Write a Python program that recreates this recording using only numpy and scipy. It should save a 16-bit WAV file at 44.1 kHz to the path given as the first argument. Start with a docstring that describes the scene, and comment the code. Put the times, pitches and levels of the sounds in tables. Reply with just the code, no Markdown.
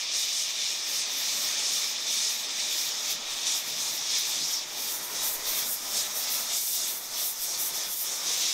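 """A hand-held gas torch, close to the microphone, heats a piece of steel held in a vice in a small workshop.
The jet is shaped noise that hisses on the metal, swelling and changing pitch with each pass of the hand,
and sizzles where it splits over an edge. Combustion adds a soft broad roar, the outer flame a low flutter.
The vice, the bench and the walls colour the flame; stirred air rumbles on the microphone."""
import sys
import numpy as np
from scipy import signal
from scipy.fft import rfft, irfft, next_fast_len
from scipy.io import wavfile
from scipy.ndimage import uniform_filter1d, map_coordinates

SR = 44100
rng = np.random.default_rng(int(sys.argv[2]) if len(sys.argv) > 2 else 0)


def int16_out(signal):
    """Quantize to a 16-bit WAV file."""
    q = np.round(np.clip(np.atleast_2d(signal).T, -1, 1) * 32767)
    wavfile.write(sys.argv[1], SR, q.astype(np.int16))


N = 376173  # length in samples
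FRAME = 512  # samples in each frame of shaped noise
TOP_HZ = 15720  # upper band limit
PASS_RAMP_S, EDGE_RAMP_S = 0.076, 0.048  # ramps: passes, lulls, flares and puffs; edges and slips

# How the nozzle is held; it is tipped closer to the edge midway.
# Each row: time in seconds, resting hiss centre in Hz, resting sizzle in dB per Hz before its trim.
NOZZLE_AIM = [(0.0, 4220, -88), (4.6, 4410, -84.5), (4.9, 4660, -78.5), (8.53, 4700, -79)]
# Each pass of the jet over the steel swells and retunes the hiss.
# Each row: start in seconds, length in seconds, swell in dB before doming, hiss centre in Hz before small shifts.
STEEL_PASSES = [(0.119, 0.15, 3, 4590.0), (0.294, 0.183, 1.5, 4710.0), (0.547, 0.21, 1.2, 4320),
                (0.919, 0.15, 2.6, 4600.0), (1.204, 0.37, 2.0, 4500), (1.553, 0.33, 3.0, 4570.0),
                (2.05, 0.3, 2.5, 4660.0), (2.556, 0.33, 2.5, 4400.0), (3.058, 0.084, 4.5, 4370.0),
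                (3.438, 0.16, 5.5, 4580), (3.782, 0.14, 1.7, 4800), (4.087, 0.15, 5.5, 4470),
                (4.246, 0.37, 5, 4600), (4.743, 0.213, 3.5, 4450.0), (5.126, 0.18, 6, 4780.0),
                (5.433, 0.23, 5.5, 4290.0), (5.916, 0.128, 7, 4960), (6.236, 0.17, 4.1, 4300.0),
                (6.485, 0.164, 6, 5030.0), (6.688, 0.23, 6.5, 4990.0), (7.13, 0.139, 5, 4560.0),
                (7.426, 0.15, 3, 5360.0), (7.715, 0.134, 4, 4870), (8.012, 0.19, 2.5, 4990.0),
                (8.24, 0.43, 7, 4500)]
# The roar drops out for a moment. Each row: start in seconds, length in seconds, dip in dB.
ROAR_LULLS = [(5.32, .1, 2), (5.69, .13, 3), (6.577, .21, 5.5), (6.959, .144, 1.5), (7.251, .22, 3.5),
              (7.94, .086, 7.5)]


def amp(db):
    """Decibels to gain."""
    return 10 ** (np.asarray(db) / 20)


def unit(x):
    """Scale to rms 1."""
    return x / np.sqrt(np.mean(x ** 2) + 1e-20)


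def along(points, hz):
    """Read (Hz, value) points on a log frequency axis."""
    f, v = np.transpose(points)
    return np.interp(np.log(hz + 1), np.log(f + 1), v)


def curves(rows, t):
    """Each column after the time, read at times t."""
    s, *cols = np.transpose(rows)
    return [np.interp(t, s, c) for c in cols]


def wobble(rate):
    """A smooth random curve, rate knots a second."""
    knots = rng.standard_normal(int(N * rate / SR) + 4)
    return map_coordinates(knots, [np.arange(N) * rate / SR])


def tremor(t, rate):
    """The unsteady hand: a smooth random curve read at times t."""
    return np.interp(t, np.arange(N) / SR, wobble(rate))


def arch(t, start, length):
    """Half a sine over an event, zero outside it."""
    return np.sin(np.pi * np.clip((t - start) / length, 0, 1))


def swells(rows, t, ramp_s):
    """Summed dB of (start, length, dB) events that ramp up, hold and ramp down."""
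    total_db = 0
    for start, length, db, *_ in rows:
        inside_s = np.minimum(t - start, start + length - t)  # negative outside the event
        total_db = total_db + db * np.clip(.5 + inside_s / ramp_s, 0, 1)
    return total_db


def filtered(x, response):
    """x times a response of frequency."""
    m = next_fast_len(N + SR // 2)
    return irfft(rfft(x, m) * response(np.fft.rfftfreq(m, 1 / SR)), m)[..., :N]


def turbulence(density, patchy_db):
    """Noise that follows density(hz, t), an amplitude per root Hz, with eddies as patches of random gain."""
    white = rng.standard_normal(N) * np.sqrt(SR / 2)
    hz, t, z = signal.stft(white, SR, nperseg=FRAME)
    eddies = uniform_filter1d(rng.standard_normal(z.shape), size=9, axis=0)
    eddies = uniform_filter1d(eddies, size=10, axis=1)
    z = z * density(hz[:, None] + 1, t) * amp(patchy_db * unit(eddies))
    return signal.istft(z, SR, nperseg=FRAME)[1][:N]


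def rush(spectrum, level_db):
    """Noise of one colour at a changing level."""
    noise = unit(filtered(rng.standard_normal(N), lambda hz: amp(along(spectrum, hz))))
    return noise * amp(level_db)


def pass_db(t, dome=0.27):
    """The swell of the hiss: each pass ramps up, crests in its middle and ramps down."""
    total_db = 0
    for start, length, db, _ in STEEL_PASSES:
        rounding = 1 + dome * (arch(t, start, length) - 2 / np.pi)  # 2 / pi is the mean of the arch
        total_db = total_db + swells([(start, length, db)], t, PASS_RAMP_S) * rounding
    return total_db


def slips(t):
    """Decibels of hiss and of sizzle taken away while the jet is off the steel."""
    # The jet slips off for an instant and dulls. Each row: start in seconds, length in seconds,
    # hiss dip in dB, sizzle dip in dB (negative is a lift).
    slip_rows = [(0.038, .088, 1, 6.5), (1.012, .053, .7, 5.6), (1.933, 0.057, 0, 6), (2.463, .062, 0, 5),
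                 (3.149, .13, 2, 7), (3.618, .04, 3.4, 2), (4.624, .089, .5, 5), (6.96, .077, 3, -0.5)]
    hiss_rows = [(start, length, hiss_dip) for start, length, hiss_dip, _ in slip_rows]
    sizzle_rows = [(start, length, sizzle_dip) for start, length, _, sizzle_dip in slip_rows]
    return [swells(rows, t, EDGE_RAMP_S) for rows in (hiss_rows, sizzle_rows)]


def jet_db(t, lull_share=.42):
    """Level of the hiss: it swells in each pass, sinks in slips and shares part of each lull's dip."""
    # The hiss between passes. Each row: time in seconds, level in dB per Hz before its trim.
    jet_rest = [(0.0, -67), (2.95, -68), (3.3, -69.5), (4.05, -68.7), (4.68, -73.0), (5.05, -75),
                (6.4, -71), (7.02, -75.5), (7.4, -73.5), (8.53, -72)]
    lull_db = lull_share * swells(ROAR_LULLS, t, PASS_RAMP_S)
    return curves(jet_rest, t)[0] + pass_db(t) - lull_db - slips(t)[0]


def jet_centre(t, lull_octaves_per_db=.014, sag_octaves_per_db=0.01):
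    """The hiss arches from its resting pitch to that of each pass and back; slips and lulls shift it."""
    rest_hz = curves(NOZZLE_AIM, t)[0]
    arches = sum((top_hz - rest_hz) * arch(t, start, length) for start, length, _, top_hz in STEEL_PASSES)
    lift = lull_octaves_per_db * swells(ROAR_LULLS, t, PASS_RAMP_S)  # it thins upwards as the roar drops
    sag = sag_octaves_per_db * slips(t)[1]  # it falls as a slip takes away sizzle
    return (rest_hz + arches) * 2 ** (lift - sag)


def hiss(hz, t, skirt_db=39, round_octaves=1.66, trim_db=-0.08, usual_hz=4600, steepen=2.5, swish_octaves=0.25):
    """Jet noise: one broad hump whose centre moves with the gap between nozzle and steel."""
    # The jet crosses a gap and swishes, half whistling. Each row: start in seconds, end in seconds,
    # from Hz, to Hz, boost in dB before its shaping (negative hollows the glide).
    swishes = [(.0, .2, 4600, 6200, 1), (2.98, 3.198, 5700, 5800, 2), (3.15, 3.42, 5700, 5500, -3.5),
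               (3.42, 3.617, 4200, 8300, 1), (4.02, 4.227, 5330, 6000, 3), (4.35, 4.52, 3300, 6200, 6.5),
               (4.513, 4.638, 6100, 4000, 7.5)]
    level_db = jet_db(t)
    centre_hz = jet_centre(t)
    octaves = np.log2(hz / centre_hz)
    # a low hiss loses its top faster
    skirt = skirt_db * np.where(octaves > 0, (usual_hz / centre_hz) ** steepen, 1)
    db = level_db + trim_db - skirt * (np.hypot(octaves, round_octaves) - round_octaves)
    for start, end, from_hz, to_hz, boost_db in swishes:
        u = np.clip((t - start) / (end - start), 0, 1)
        glide_hz = from_hz + u * (to_hz - from_hz)
        peak = np.exp(-(np.log2(hz / glide_hz) / swish_octaves) ** 2)
        db = db + boost_db * np.sin(np.pi * u) * (peak - .3)  # a boosted peak draws energy from its sides
    return amp(db)


def sizzle(hz, t, corner_hz=12000, slope=3.1, trim_db=0.26, tremor_db=1.66):
    """The finest eddies, shed high in pitch where the jet splits over an edge."""
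    # The jet meets an edge. Each row: start in seconds, length in seconds, rise in dB.
    edges = [(0.162, 0.12, 8.1), (0.694, 0.1, 6), (0.866, 0.139, 7), (1.112, 0.418, 9.5),
             (1.707, 0.23, 7.5), (2.085, 0.081, 6.1), (2.284, 0.137, 7.1), (2.701, 0.19, 10.3),
             (2.983, 0.049, 7), (3.083, 0.063, 11.8), (3.53, 0.077, 13), (3.642, 0.23, 7),
             (3.886, 0.104, 10), (4.167, 0.051, 13.4), (4.264, 0.056, 11.1), (4.498, 0.056, 12.8),
             (4.771, 0.22, 7.5), (5.035, 0.031, 6.4), (5.214, 0.15, 10.5), (5.465, 0.31, 9.1),
             (5.884, 0.19, 4.6), (6.157, 0.11, 9.6), (6.295, 0.137, 8), (6.521, 0.26, 9.5),
             (6.858, 0.14, 8.2), (7.181, 0.15, 11.5), (7.378, 0.085, 8.0), (7.58, 0.12, 12),
             (7.733, 0.053, 7.1), (7.896, 0.16, 10), (8.37, 0.046, 7.1)]
    level_db = curves(NOZZLE_AIM, t)[1] + swells(edges, t, EDGE_RAMP_S) - slips(t)[1]
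    level_db = level_db + trim_db + tremor_db * tremor(t, 26)
    return amp(level_db) / np.sqrt(1 + (corner_hz / hz) ** slope)


def burn_db(t, roar_share=.13):
    """Strength of the combustion: it takes up part of each pass's swell and drops in the lulls."""
    # Combustion in the flame. Each row: time in seconds, roar in dB per Hz before its trim.
    burn_rest = [(0.0, -83.5), (0.5, -84.3), (1.5, -79), (1.9, -82), (3.4, -80.0), (4.7, -81.5),
                 (5.3, -76.5), (5.8, -78.5), (6.3, -78.5), (7.0, -81.5), (8.3, -78.5), (8.53, -82)]
    return curves(burn_rest, t)[0] + roar_share * pass_db(t) - swells(ROAR_LULLS, t, PASS_RAMP_S)


def roar(hz, t, low_hz=250, high_hz=2500, slope=2.6, trim_db=-0.42):
    """Combustion noise: a plateau that rolls off at both ends."""
    roll_off = (1 + (hz / high_hz) ** slope) * (1 + (low_hz / hz) ** 4)
    return amp(burn_db(t) + trim_db) / np.sqrt(roll_off)


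def plume(plume_db=-1, lick_db=3.3):
    """The soft outer flame licks round the jaws, flares now and then and shrinks in the lulls."""
    # Size of the soft outer flame. Each row: time in seconds, flutter in dB before its trim.
    plume_size = [(0, -66), (1.2, -64.5), (2.3, -65), (3.6, -62.5), (4.6, -63), (5.3, -59), (6.4, -63),
                  (6.75, -68), (7.7, -64.5), (8.53, -70)]
    # It flares round the jaws. Each row: start in seconds, length in seconds, rise in dB.
    flares = [(1.33, .27, 6), (3.85, .2, 2.5), (7.0, .1, 4)]
    # Colour of the flutter. Each row: frequency in Hz, relative level in dB.
    flutter_colour = [(30, -28), (70, -13), (130, 0), (190, 4.5), (300, 1), (600, -48), (2000, -70)]
    t = np.arange(N) / SR
    flare_db = swells(flares, t, PASS_RAMP_S)
    level_db = curves(plume_size, t)[0] + flare_db - swells(ROAR_LULLS, t, PASS_RAMP_S)
    return rush(flutter_colour, level_db + plume_db + lick_db * wobble(12))


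def torch(rasp_db=0.5, flicker_db=0.58):
    """The flame: a rasping jet over the roar and the fluttering plume, coloured by the space round the jaws."""
    # Broad peaks and dips of that space. Each row: centre in Hz, width at half the dB in Hz, gain in dB.
    jaw_colour = [(880, 530, 3.5), (1260, 104, 3), (1570, 140, -2.5), (1840, 480, 2.5), (2348, 280, 3.5),
                  (2906, 750, -3.5), (3596, 420, 2.5), (4375, 950, -3.5), (5730, 940, 3), (6590, 680, 2),
                  (7270, 400, -1.5), (9050, 1200, 0.5), (10550, 1500, -2.2), (12200, 1100, 1),
                  (13550, 1000, 1), (15300, 1200, -4.5)]
    jet = turbulence(hiss, patchy_db=1.02) + turbulence(sizzle, patchy_db=1.4)
    jet = jet * amp(rasp_db * wobble(1200) + flicker_db * wobble(45))  # the gas strikes in tiny bursts
    flame = jet + turbulence(roar, patchy_db=0.8) + plume()

    def bells_db(hz):
        return sum(db * .5 ** ((2 * (hz - centre) / width) ** 2) for centre, width, db in jaw_colour)

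    return filtered(flame, lambda hz: amp(bells_db(hz)))


def bounce(x):
    """A close reflection combs the flame's sound; the comb slides as the torch moves."""
    # The nearest surface throws the sound back. Each row: time in seconds, delay in ms, strength from 0 to 1.
    near_surface = [(0, 1.7, 0.13), (3.6, 1.63, 0.05), (4.6, 1.9, 0.01), (4.9, 2.2, .15), (5.5, 1.95, 0.2),
                    (5.8, 1.7, 0.06), (6.1, 1.56, 0.14), (6.6, 1.36, .17), (7.2, 1.47, 0.1),
                    (7.55, 1.4, .06), (7.75, 2.06, 0.04), (8.53, 1.8, 0.14)]
    n = np.arange(N)
    delay_ms, strength = curves(near_surface, n / SR)
    delay = delay_ms * SR / 1000  # in samples
    return x + strength * map_coordinates(x, [n - delay])


def workshop(x, t60, count=9):
    """The short diffuse answer of the cluttered room, about as loud as x; it drifts as the torch moves."""
    t = np.arange(SR // 3) / SR
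    tails = rng.standard_normal((count, len(t))) * amp(-60 * t / t60) * (t > .003)
    tails = tails / np.linalg.norm(tails, axis=1, keepdims=True)
    answers = signal.fftconvolve(x[None], tails, axes=1)[:, :N]
    position = np.linspace(0, count - 1, N)
    share = np.clip(1 - abs(position - np.arange(count)[:, None]), 0, 1)  # crossfade from tail to tail
    return np.sum(answers * np.sqrt(share), axis=0)


def draught(gust_db=3):
    """Air stirred by the flame rumbles faintly on the microphone."""
    # Moving air at the microphone. Each row: time in seconds, resting rumble in dB.
    air_level = [(0, -79), (4.4, -78), (4.9, -68.5), (8.53, -70.5)]
    # Stirred air puffs on the microphone. Each row: start in seconds, length in seconds, rise in dB.
    puffs = [(2.6, .2, 6), (3.04, 0.34, 12), (3.48, .12, 9), (5.2, .35, 11), (5.65, .3, 8), (7.03, .15, 7),
             (7.32, .14, 7), (7.7, 0.24, 8)]
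    # Colour of the rumble. Each row: frequency in Hz, relative level in dB.
    rumble_colour = [(4, -11), (10, 2), (20, -1), (30, -13), (42, -13), (60, -24), (120, -45), (400, -120)]
    t = np.arange(N) / SR
    level_db = curves(air_level, t)[0] + swells(puffs, t, PASS_RAMP_S)
    return rush(rumble_colour, level_db + gust_db * wobble(9))


def widen(x, t60=0.034):
    """A faint smeared copy, opposite in the two channels, gives the nearly mono sound a slight width."""
    # Stereo width. Each row: frequency in Hz, side minus mid in dB.
    side_level = [(60, -17), (180, -20), (5000, -21.5), (15000, -18.5)]
    t = np.arange(SR // 10) / SR
    smear = rng.standard_normal(len(t)) * amp(-60 * t / t60) * (t > .001)
    smeared = signal.fftconvolve(x, smear / np.linalg.norm(smear))[:N]
    side = filtered(smeared, lambda hz: amp(along(side_level, hz)))
    return np.array([x + side, x - side])


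def scene(room_db=-13):
    """The torch burns straight ahead in the workshop; stirred air puffs softly on the microphone."""
    direct = bounce(torch())
    room = amp(room_db) * workshop(direct, t60=0.1)
    return widen(direct + room + draught())


def record(dry):
    """The recorder keeps nothing above its band limit."""
    return filtered(dry, lambda hz: hz < TOP_HZ)


dry = scene()
out = record(dry)
int16_out(out)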